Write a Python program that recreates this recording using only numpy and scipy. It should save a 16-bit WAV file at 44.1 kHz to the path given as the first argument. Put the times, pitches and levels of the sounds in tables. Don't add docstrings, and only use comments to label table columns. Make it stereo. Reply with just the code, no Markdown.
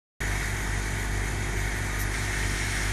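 import sys
import numpy as np
from scipy import signal
from scipy.io import wavfile
from scipy.ndimage import uniform_filter1d

SR = 44100
rng = np.random.default_rng(int(sys.argv[2]) if len(sys.argv) > 2 else 0)


def file_out(sig):
    cols = np.atleast_2d(sig).T
    lim = np.clip(cols, -1, 1)
    pcm = np.round(lim * 32767).astype(np.int16)
    wavfile.write(sys.argv[1], SR, pcm)


def gain_from_db(level_db):
    decades = np.asarray(level_db, float) / 20
    return 10 ** decades


N = 128772
T = np.arange(N) / SR

OPEN_S, OPEN_RISE_S = 0.2043, 0.001

PUMP_HZ, PUMP_AT_S = 15.895, 1.5757
MOTOR_HZ, MOTOR_AT_S = 12.503, 1.5771
WAVER_DB, WAVER_RAD = 0.4, 0.04
KNOCK_RAD, FRAME_HZ, FRAME_RAD = -1.5, 120, 2.0
PUMP_ORDERS_DB = [-64, -45, -58.5, -58, -42.5, -54.5, -56, -47, -52.5, -62, -56, -52.5, -56, -83, -48, -66,
                  -72, -53.5, -54, -54, -69, -49.5, -59, -64, -57.5, -55.5, -80, -72, -79]
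GEAR_ORDERS_DB = [-57.5, -86, -65.5, -62, -56, -56, -60.5, -60.5, -72.5, -57, -63.5, -64.5, -56, -84, -87,
                  -107, -52, -63, -64.5, -57]
MOTOR_ORDERS_DB = [-59, -61, -32.5, -92, -52.5, -60, -37, -55, -70, -48.5, -55, -97, -63, -72, -54.5]

# (frequency [Hz], density [dB per Hz])
RUMBLE_SPECTRUM = [(15, -68), (30, -68), (55, -72), (75, -62), (110, -83), (150, -65.5), (260, -73),
                   (420, -70)]
# (frequency [Hz], density [dB per Hz])
ROAR_SPECTRUM = [(480, -78), (800, -75.5), (1150, -74.5), (2300, -73.5), (2800, -81.5), (5200, -82.5),
                 (10000, -83), (14500, -102)]
# (frequency [Hz], width [Hz], lift [dB])
PANEL_RINGS = [(710, 36, 2), (896, 40, 0.5), (1527, 220, 4.5), (1884, 343, 9.5), (2224, 160, 5.5),
               (3217, 195, 5), (3705, 110, 5.5), (4330, 160, 1.5), (6040, 146, 7.5), (6700, 620, 6),
               (9400, 600, 1), (11570, 800, 4)]
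# (frequency [Hz], width [Hz], level [dB])
SINGING_PARTS = [(985, 5.2, -58), (1036, 4, -63.5), (1120, 5.4, -64), (1232, 7, -56), (1474, 10, -51),
                 (1810, 23, -52.5), (1936, 15, -53), (2297, 16, -56.5), (2623, 8.1, -61)]
# (time [s], level [dB])
ROAR_COURSE = [
    (0.2, 1.5),
    (0.7, 0.5),
    (1.2, -0.5),
    (1.9, 0),
    (2.9, 0.5),
]
THUD_DB, PATCH_DB, FLICKER_DB, STROKE_DB = 1.2, 1.0, 0.5, 0.38
TICKS_PER_S, TICK_DB, TICK_SPREAD_DB = 700, -54, 2

BUMP_S, BUMP_RISE_S, BUMP_T60_S = 1.538, 0.009, 0.2
# (frequency [Hz], level [dB])
BUMP_RINGS = [(152, -38), (365, -41), (400, -38), (75, -46)]

LATCH_S, LATCH_RISE_S, LATCH_HOLD_S, LATCH_T60_S = 1.985, 0.01, 0.022, 0.12
LATCH_HISS_DB, CHATTER_DB, CHATTER_HZ = -37.5, 1.5, 198.0
# (frequency [Hz], width [Hz], level [dB])
SQUEAL_RINGS = [(1920, 110, -37), (3850, 200, -50), (5100, 200, -50), (5800, 300, -44), (7200, 300, -49),
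                (9000, 350, -48), (10800, 300, -52), (11570, 250, -47), (12700, 500, -47)]

# (time [s], level [dB])
STARTER_EFFORT = [
    (2.03, -36),
    (2.1, -18),
    (2.14, -1),
    (2.22, -1.5),
    (2.4, -.5),
    (2.56, .5),
    (2.68, 1.5),
    (2.78, 1),
    (2.92, 0),
]
# (frequency [Hz], density [dB per Hz])
HISS_SPECTRUM = [(900, -88), (1400, -75.5), (2200, -71.5), (2600, -78), (4000, -77.5), (5700, -78.5),
                 (9500, -80), (13500, -102)]
# (frequency [Hz], width [Hz], lift [dB])
HISS_PEAKS = [(3220, 150, 3), (5600, 140, 6), (6070, 100, 5), (7860, 90, 2), (8500, 350, 1),
              (4740, 190, -7), (7630, 340, -10), (10500, 250, 2)]
# (frequency [Hz], level [dB])
WHINE_TONES = [(1335, -56), (1599, -52), (1701, -53), (1766, -53), (1830, -46), (2073, -50), (2096, -49),
               (2191, -47), (2369, -56), (2638, -58)]
SURGE_HZ, SURGE_AT_S, SURGE_DB = 4.8, 2.16, 1.8
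WHINE_GROW_DB_PER_S = 0.5

# (frequency [Hz], threshold over the bin's usual level [dB])
GATE_THRESHOLD = [(8000, -20), (10300, -11), (11600, -5), (12100, 2.5), (13000, 4.5), (13700, 5.5),
                  (14000, 8), (15000, 9.5)]
GATE_MAKEUP_DB = 11.0


def evened(x):
    return x / np.sqrt(np.mean(x ** 2) + 1e-20)


def curve(points, t):
    return np.interp(t, *np.transpose(points))


def wander(rate_hz, count=20):
    t = T[::64]
    hz = np.geomspace(rate_hz / 20, rate_hz, count)[:, None]
    sines = np.sin(2 * np.pi * (hz * t + rng.random(hz.shape))) / np.sqrt(hz)
    return np.interp(T, t, evened(sines.sum(0)))


def noise(points, rings, patch_db, flicker_db, size=512):
    hop = size // 4
    frames, hz = N // hop + 5, np.fft.rfftfreq(size, 1 / SR) + 1
    real, imag, patch = rng.standard_normal((frames, len(hz), 3)).T
    patch = uniform_filter1d(patch, size=max(size // 60, 2), axis=0)
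    patch = evened(uniform_filter1d(patch, size=12, axis=1))
    flicker = evened(uniform_filter1d(rng.standard_normal(frames), size=10))

    point_hz, point_db = np.transpose(points)
    colour_db = np.interp(np.log(hz), np.log(point_hz), point_db)
    colour_db = colour_db - 30 * abs(np.log2(hz / np.clip(hz, point_hz[0], point_hz[-1])))
    colour_db = colour_db + sum(lift_db * np.exp(-2 * ((hz - centre_hz) / width_hz) ** 2)
                                for centre_hz, width_hz, lift_db in rings)
    power = np.sum(gain_from_db(colour_db) ** 2) * SR / size

    gain = gain_from_db(colour_db[:, None] + patch_db * patch + flicker_db * flicker)
    x = signal.istft((real + 1j * imag) * gain, nperseg=size, noverlap=size - hop)[1][:N]
    return evened(x) * np.sqrt(power)


def sing(parts):
    out = np.zeros(N)
    for hz, width_hz, db in parts:
        pole = np.exp(-np.pi * width_hz / SR)
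        z = rng.standard_normal((N, 2)) @ [1, 1j]
        z = signal.lfilter([1], [1, -pole ** 2], z)
        z = signal.lfilter([1], [1, -pole], z)
        out += gain_from_db(db) * evened((z * np.exp(2j * np.pi * hz * T)).real)
    return out


def orders(shaft_hz, at_s, levels_db, first, count, knock_rad, flip_rad=0.0):
    turn_rad = 2 * np.pi * shaft_hz * (T - at_s) + WAVER_RAD / 20 * wander(2.3)
    out = np.zeros(N)
    for k, db in enumerate(levels_db, first):
        if k % count:
            lead_rad = knock_rad[k - first]
        else:
            lead_rad = flip_rad * (k * shaft_hz > FRAME_HZ)
        level = gain_from_db(db + WAVER_DB * wander(5.5, count=6))
        out -= np.sqrt(2) * level * np.cos(k * turn_rad + lead_rad)
    return out


def pump():
    knock_rad = KNOCK_RAD + 0.5 * rng.standard_normal(len(PUMP_ORDERS_DB))
    gear_rad = 2 * np.pi * rng.random(len(GEAR_ORDERS_DB))
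    shaft = orders(PUMP_HZ, PUMP_AT_S, PUMP_ORDERS_DB, 2, 3, knock_rad, FRAME_RAD)
    return shaft + orders(PUMP_HZ, PUMP_AT_S, GEAR_ORDERS_DB, 40, 99, gear_rad)


def motor():
    return orders(MOTOR_HZ, MOTOR_AT_S, MOTOR_ORDERS_DB, 2, 1, [])


def valve_ticks():
    size = gain_from_db(TICK_SPREAD_DB * np.minimum(rng.exponential(1, N), 5))
    size = size * (rng.random(N) < TICKS_PER_S / SR)
    t = np.arange(400) / SR
    tick = sum(np.sin(2 * np.pi * hz * t) * gain_from_db(-60 * t / 0.005) for hz in (1900.0, 6400.0, 10500.0))
    impulses = size * rng.choice([-1, 1], N)
    return gain_from_db(TICK_DB) * evened(signal.oaconvolve(impulses, tick)[:N])


def roar():
    stroke = gain_from_db(STROKE_DB * np.cos(2 * np.pi * 3 * PUMP_HZ * (T - PUMP_AT_S)))
    panels = noise(ROAR_SPECTRUM, PANEL_RINGS, PATCH_DB, FLICKER_DB, size=1024)
    body = (panels + valve_ticks()) * stroke + sing(SINGING_PARTS)
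    rumble = noise(RUMBLE_SPECTRUM, [], THUD_DB, THUD_DB / 2, size=2048)
    return body * gain_from_db(curve(ROAR_COURSE, T)) + rumble


def bump():
    u = np.maximum(T - BUMP_S, 0)
    shape = np.minimum(u / BUMP_RISE_S, 1) * gain_from_db(-60 * u / BUMP_T60_S)
    return shape * sum(gain_from_db(db) * np.sin(2 * np.pi * hz * u) * 2 for hz, db in BUMP_RINGS)


def latch():
    u = np.maximum(T - LATCH_S, 0)
    decay_s = np.maximum(u - LATCH_RISE_S - LATCH_HOLD_S, 0)
    shape = np.minimum(u / LATCH_RISE_S, 1) * gain_from_db(-60 * decay_s / LATCH_T60_S)
    highpass = signal.butter(4, 3500, "highpass", fs=SR, output="sos")
    hiss = evened(signal.sosfilt(highpass, rng.standard_normal(N)))
    squeal = shape * (sing(SQUEAL_RINGS) + gain_from_db(LATCH_HISS_DB) * hiss)
    squeal = squeal * gain_from_db(CHATTER_DB * wander(CHATTER_HZ))
    lowpass = signal.cheby2(10, 60, 14300, fs=SR, output="sos")
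    return signal.sosfilt(lowpass, squeal)


def starter():
    surge_db = SURGE_DB * np.cos(2 * np.pi * SURGE_HZ * (T - SURGE_AT_S))
    effort_db = curve(STARTER_EFFORT, T) - 99 * (T < STARTER_EFFORT[0][0])
    whine = np.zeros(N)
    for hz, db in WHINE_TONES:
        level = np.sqrt(2) * gain_from_db(db + 3.2 * wander(25.12))
        whine += level * np.sin(2 * np.pi * hz * T + 1.44 * wander(16.0))
    whine = whine * gain_from_db(1.6 * surge_db + WHINE_GROW_DB_PER_S * (T - 2.5))
    hiss = noise(HISS_SPECTRUM, HISS_PEAKS, 1.3, 0.35) * gain_from_db(0.3 * surge_db)
    return gain_from_db(effort_db) * (hiss + whine)


def scene():
    return np.tile(pump() + motor() + roar() + bump() + latch() + starter(), (2, 1))


def gate(x):
    window = np.sin(np.pi * (np.arange(2048) + 0.5) / 2048)
    hz, _, z = signal.stft(x, SR, window, nperseg=2048, noverlap=1024)
    power = abs(z) ** 2
    usual = uniform_filter1d(uniform_filter1d(power, size=31, axis=1), size=61, axis=2)
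    over_db = np.interp(hz, *np.transpose(GATE_THRESHOLD), left=-99)[:, None]
    is_open = power > usual * gain_from_db(2 * over_db)
    makeup = gain_from_db(GATE_MAKEUP_DB * np.clip((over_db + 4) / 10, 0, 1))
    return signal.istft(z * is_open * makeup, SR, window, nperseg=2048, noverlap=1024)[1][:, :N]


def low_pass(x):
    return signal.sosfilt(signal.butter(12, 14990, fs=SR, output="sos"), x)


def record(dry):
    opening = np.clip((T - OPEN_S) / OPEN_RISE_S, 0, 1)
    return low_pass(gate(dry) * opening)


dry = scene()
out = record(dry)
file_out(out)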